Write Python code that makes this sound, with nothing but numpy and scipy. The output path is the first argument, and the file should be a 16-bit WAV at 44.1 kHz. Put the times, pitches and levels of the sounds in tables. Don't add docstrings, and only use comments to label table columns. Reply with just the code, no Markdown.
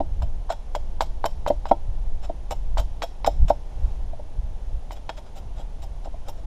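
import sys
import numpy as np
from scipy import signal
from scipy.fft import rfft, irfft
from scipy.io import wavfile
from scipy.ndimage import uniform_filter1d

SR = 44100
rng = np.random.default_rng(int(sys.argv[2]) if len(sys.argv) > 2 else 0)


def log_audio(samples):
    frames = np.atleast_2d(samples).T
    limited = np.clip(frames, -1, 1)
    pcm = np.round(limited * 32767).astype(np.int16)
    wavfile.write(sys.argv[1], SR, pcm)


N = 284886
T = np.arange(round(0.2 * SR)) / SR
STUMP_DB = 20.5


def amp(db):
    return 10 ** (np.asarray(db) / 20)


def evened(x):
    return x / np.sqrt(np.mean(x ** 2) + 1e-20)


def unit(x):
    return x / np.linalg.norm(x)


def read(points, hz):
    f, value = np.transpose(points)
    return np.interp(np.log(hz + 1), np.log(f + 1), value)


def curve(points):
    return np.interp(np.arange(N) / SR, *np.transpose(points))


def add(mix, s, sound):
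    part = mix[max(round(s * SR), 0):][:len(sound)]
    part += sound[:len(part)]


def through(x, response):
    return signal.fftconvolve(x, response)[:len(x)]


def high_pass(x, order, hz):
    return signal.sosfilt(signal.butter(order, hz, "high", fs=SR, output="sos"), x)


def tinted(points):
    gain = amp(read(points, np.fft.rfftfreq(N, 1 / SR)))
    return evened(irfft(rfft(rng.standard_normal(N)) * gain, N))


def snap(points, tilt_db=0, size=2048):
    hz = abs(np.fft.fftfreq(size, 1 / SR))
    octaves = np.log2(np.maximum(hz, 1000) / 1000)
    log_gain = np.log(amp(read(points, hz) + tilt_db * octaves))
    return unit(np.fft.ifft(np.exp(np.conj(signal.hilbert(log_gain)))).real)


def ring(hz, db, t60):
    return amp(db - 60 * T / t60) * np.sin(2 * np.pi * hz * T)


def bites(low_hz=330, contact_s=0.00025):
    # start_s, level_db, crack_db (relative to the blow, before crack_gain_db),
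    # crack_tilt_db_per_octave, foot_db (bump relative to the blow, before the stump's gain)
    strokes = [(0.2201, -26.5, -7, 1, -8), (0.4934, -26, -6, 1, -25), (0.7505, -14.5, -6, 3.5, -9.5),
               (1.0074, -7.5, -3, 6.5, -12), (1.2420, -9, -11, 4.5, -6.5), (1.4640, -11.5, -7, -2, -6),
               (1.6555, -18.5, -10, 6, -16.5), (2.5104, -20.5, -6.5, 0, -0.5), (2.7720, -17.5, -6, -3, -17),
               (3.0210, -19, 8, 1, -8.5), (3.2460, -13.5, 3, 0.5, -25), (4.908, -25.5, 2.5, -3.5, -24),
               (5.0930, -18, 5.5, -4, -19)]
    # multiple of its pitch, level_db (relative), t60_s
    stick = [(.42, -41, 0.012), (.69, 1, 0.076), (1, 25.5, 0.012), (1.199, -32, 0.0079), (1.65, 1.5, 0.039)]
    stick_hz, crack_gain_db = 884, 5
    foot_s, foot_hz, foot_thud_db = 0.00973, 637, -16.5
    out, foot = np.zeros((2, N))
    modes = sum(ring(stick_hz * ratio, level, t60) for ratio, level, t60 in stick)
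    tock = modes * (1 - np.exp(-T / contact_s))
    tock = tock / abs(tock).max()
    for s, db, crack_db, tilt_db, foot_db in strokes:
        snapped = amp(crack_db + crack_gain_db) * crack(tilt_db, decay=0.0049, crumble=0.14)
        add(out, s, amp(db) * (tock + snapped))
        add(foot, s + foot_s, amp(db + foot_db + STUMP_DB) * stump(foot_hz, foot_thud_db))
    return high_pass(out, 2, low_hz) + foot


def slices(release=0.011, slowing=0.51, ring_db=-7, shudder_db=6.5,
           peel_db=-4.0, peel_release=0.0076, curling=1.3):
    # start_s, length_s, level_db (before the cut's duration adds energy),
    # tilt_db_per_octave
    cuts = [(0.22, 0.0071, -43.5, 0), (0.4958, 0.028, -37.5, -2), (0.751, 0.0051, -34.5, -0.5),
            (1.006, 0.018, -35, 0.5), (1.254, 0.0054, -28.5, 0.5), (1.4733, 0.012, -35.5, 1),
            (1.655, 0.014, -47, -3.5), (1.679, 0.017, -48, 0.5), (2.217, 0.04, -49, -1),
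            (2.506, 0.015, -36.5, 1), (2.773, 0.029, -35.5, 0), (3.02, 0.019, -34, -0.5),
            (3.247, 0.0053, -38, -9), (3.262, 0.008, -28, 0), (3.479, 0.022, -40, 0),
            (4.905, 0.028, -50, 3), (4.949, 0.025, -54, 0), (5.092, 0.0067, -37.5, -3),
            (5.164, 0.026, -49, 0), (5.249, 0.029, -57.5, -5), (5.349, 0.036, -51.5, 2),
            (5.552, 0.068, -54.5, -0.5), (5.814, 0.029, -51.5, 2.5), (6.041, 0.019, -51.5, -1),
            (6.241, 0.057, -55.5, -6), (6.279, 0.016, -45, 3.5), (6.368, 0.023, -58, -3)]
    # level_db, share of the length spent rising
    gathering = [(-51, 0.52), (-36.5, 0.23)]
    # freq_hz, level_db (relative)
    fibres = [(200, -28), (800, 5.5), (1450, 7.5), (1900, -1.5), (2550, 1.5), (3150, 1.5), (3800, 4.5),
              (4600, -6), (5400, -3.5), (6400, -5), (7400, -0.5), (9300, -20.5), (11800, -18), (15500, -20)]
    # freq_hz, level_db (relative)
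    shaving = [(1500, -59), (4500, -8), (5400, 18.5), (6400, 3.5), (7500, -8), (9300, 3), (11800, 5),
               (13300, 6), (15200, -0.5)]
    out = np.zeros(N)
    for s, length, db, tilt_db in cuts:
        after = np.maximum(T - length, 0)
        rise = length * np.interp(db, *np.transpose(gathering))
        slowed = slowing ** (np.maximum(T - rise, 0) / length)
        speed = np.minimum(T / rise, 1) * slowed * np.exp(-after / release)
        force = speed * crackle(per_s=3200)

        tear = unit(through(force, snap(fibres, tilt_db)))
        tear += amp(ring_db) * unit(through(force, splinter()))
        shudder = amp(shudder_db) * unit(through(force, stump(hard_hz=870, thud_db=-6.5)))

        curl = np.minimum(T / length, 1) ** curling * np.exp(-after / peel_release)
        peel = unit(through(curl * crackle(per_s=2600), snap(shaving)))
        peel *= amp(peel_db + 3.1 * tilt_db + 0.21 * db)
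        add(out, s, amp(db) * np.linalg.norm(speed) * (tear + shudder + peel))
    return out


def knocks(click_db=-13):
    # start_s, level_db (before the stump's gain),
    # hardness_hz (top of the push), thud_db (extra level of the deep modes)
    landings = [(0.0025, -13.5, 784, 8), (0.2245, -32.5, 802, 12), (0.5005, -16, 1400, -9),
                (1.5015, -7, 720, 5.5), (1.7120, -2.5, 984, 3), (2.2950, -20, 724, 9.5),
                (2.8055, -36, 594, -12), (3.2724, -7, 710, -3.5), (3.5010, -5, 1030, -3),
                (4.1307, -31, 700, -2), (4.1941, -30.5, 690, -6), (5.594, -35, 650, 6),
                (6.0540, -31, 770, 8), (6.0700, -30.5, 650, 8), (6.14, -34, 900, 8), (6.2830, -32, 820, 4)]
    out = np.zeros(N)
    for s, db, hard_hz, thud_db in landings:
        click = amp(click_db) * crack(tilt_db=1.5, decay=0.0062, crumble=0.6)
        add(out, s, amp(db) * (amp(STUMP_DB) * stump(hard_hz, thud_db) + click))
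    return out


def crack(tilt_db, decay, crumble, ring_db=-7):
    # freq_hz, level_db (relative)
    breaking = [(300, 4), (900, -15), (1500, 4), (1850, 5.5), (2200, 8.5), (2650, -2.5), (3200, 1),
                (3800, 5.5), (4600, -4), (5400, -6), (7500, -26), (9500, -30), (15000, -36)]
    force = crumble * rng.standard_normal(len(T)) * np.exp(-T / decay)
    force[0] = 1
    sound = unit(through(force, snap(breaking, tilt_db)))
    return unit(sound + amp(ring_db) * unit(through(sound, splinter())))


def splinter(detune=0.042):
    # freq_hz (before detuning), level_db (relative), t60_s
    modes = [(1438, 3, 0.031), (2048, -11, 0.076), (3170, 4, 0.072), (3870, 3.5, 0.0047),
             (5090, 7.5, 0.032), (7125, -3, 0.04)]
    shifts = 1 + detune * rng.standard_normal(len(modes))
    return unit(sum(ring(hz * shift, db, t60) for (hz, db, t60), shift in zip(modes, shifts)))


def crackle(per_s, clump_s=0.00249, spread_db=2.5, clump_db=6):
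    knots = np.arange(0, T[-1] + clump_s, clump_s)
    clumps = np.interp(T, knots, rng.uniform(-1, 1, len(knots)))
    single = np.minimum(rng.exponential(1, len(T)), 2.7)
    sizes = amp(spread_db * single + clump_db * clumps)
    signs = np.sign(rng.standard_normal(len(T)))
    return evened(sizes * signs * (rng.random(len(T)) < per_s / SR))


def stump(hard_hz, thud_db, spot_db=2.5, thud_hz=450):
    # freq_hz, level_db (relative), t60_s
    wood = [(206, -21, 0.05), (281.3, -15, 0.068), (339, -22, 0.11), (407, -19.5, 0.035),
            (477.5, -14.5, 0.045), (584, 0, 0.062), (678.3, 2.5, 0.048), (785.6, 2, 0.034),
            (868, -4, 0.071), (917.3, -4.5, 0.064), (1038, -3.5, 0.04), (1338, -14, 0.087),
            (1510, -12, 0.036)]
    spot = spot_db * rng.standard_normal(len(wood))
    modes = np.zeros(len(T))
    for k, (hz, db, t60) in enumerate(wood):
        modes += (-1) ** k * ring(hz, db + spot[k] + thud_db * (hz < thud_hz), t60)
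    return unit(signal.sosfilt(signal.butter(4, hard_hz, fs=SR, output="sos"), modes))


def forest(x, ground_s=0.0063, ground_db=-13, scatter_db=-31, treble_db=-17):
    # freq_hz, t60_s
    decay = [(200, 0.23), (700, 0.24), (3000, 0.33), (5500, 0.43), (8000, 0.28), (14000, 0.24)]
    taps = rng.standard_normal(SR) * (rng.random(SR) < 2000 / SR)
    hz, t, z = signal.stft(taps, SR, nperseg=256)
    fading = amp(-60 * t / read(decay, hz)[:, None])
    onset = np.minimum(t / 0.0068, 1)
    tail = signal.istft(z * fading * onset, SR, nperseg=256)[1]
    scatter = through(x, unit(tail))
    out = x + amp(scatter_db) * scatter + amp(treble_db) * high_pass(scatter, 1, 2500)
    add(out, ground_s, amp(ground_db) * x)
    return out


def wind(steadiness=0.8, eddies_db=4.5, flurry_db=-12.5, flurry_s=0.054):
    # freq_hz, level_db (relative)
    rumble = [(7.1, -5.5), (12, 8.5), (22, 0.5), (41, -3.5), (85, -18.5), (124, -26.5), (184, -35),
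              (204, -38), (250, -41.5), (320, -106), (550, -120)]
    # time_s, level_db (before eddies_db)
    strength = [(0.0, -29), (0.3, -26), (0.6, -36.5), (0.8, -29), (1.85, -31), (2.1, -24), (2.4, -35),
                (2.75, -24), (3.1, -38.5), (3.4, -24.5), (3.6, -35.5), (4.05, -28.5), (4.25, -36.5),
                (4.4, -30), (5.15, -38.5), (5.25, -42.5), (5.45, -34.5), (6.46, -33.5)]
    # centre_s, level_db (approximate peak), rate_hz (higher is briefer)
    buffets = [(0.235, -14.5, 34.5), (1.893, -16.5, 26.7), (2.801, -15, 35), (3.43, -5.5, 32.6),
               (3.846, -13.5, 27.3), (4.39, -19, 30), (4.746, -19.5, 28)]
    # freq_hz, level_db (relative)
    small_eddies = [(12, -20), (35, 0.5), (70, -5.5), (130, -20), (220, -33.5), (350, -67), (1500, -140)]
    t = np.arange(N) / SR
    eddies, flurry = tinted([*rumble, (1500, -140)]), tinted(small_eddies)
    swell = np.sqrt(abs(uniform_filter1d(eddies ** 2, size=4000)) + 1e-9)
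    out = evened(eddies / swell ** steadiness) * amp(eddies_db + curve(strength))
    for s, db, hz in buffets:
        u = 2 * np.pi * hz * (T - T.mean())
        pull_push = 2 * u / (1 + u ** 2 / 2) ** 2 * np.hanning(len(T))
        add(out, s - T.mean(), amp(db) * pull_push)
        out += amp(db + flurry_db) * np.exp(-((t - s) / flurry_s) ** 2) * flurry
    return out


def air(leaves_db=-48.0, whine_hz=9635, whine_db=-77):
    # freq_hz, level_db (relative)
    leaves = [(100, 8.5), (200, 0.5), (400, -1), (650, 0), (850, -1), (1250, -14.5), (2200, -18.5),
              (3300, -18), (4600, -23), (6300, -22.5), (8500, -32), (12000, -34.5), (13500, -43),
              (16000, -85)]
    rustle_s, rustle_width_s, rustle_db = 3.86, 0.14, 3
    t = np.arange(N) / SR
    whine = sum(np.sin(2 * np.pi * (whine_hz + offset) * t) for offset in (-15, 15))
    turning = np.exp(-((t - rustle_s) / rustle_width_s) ** 2)
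    return amp(leaves_db + rustle_db * turning) * tinted(leaves) + amp(whine_db) * whine


def scene():
    chopping = bites() + slices() + knocks()
    return (forest(chopping) + wind() + air())[None]


def record(dry, edge_hz=15500):
    rounded = dry / (1 + (dry / 0.98) ** 8) ** (1 / 8)
    faded = rounded * signal.windows.tukey(N, 0.001)
    band_limit = signal.firwin(511, edge_hz, window=("kaiser", 9), fs=SR)
    return signal.oaconvolve(faded, band_limit[None], "same")


dry = scene()
out = record(dry)
log_audio(out)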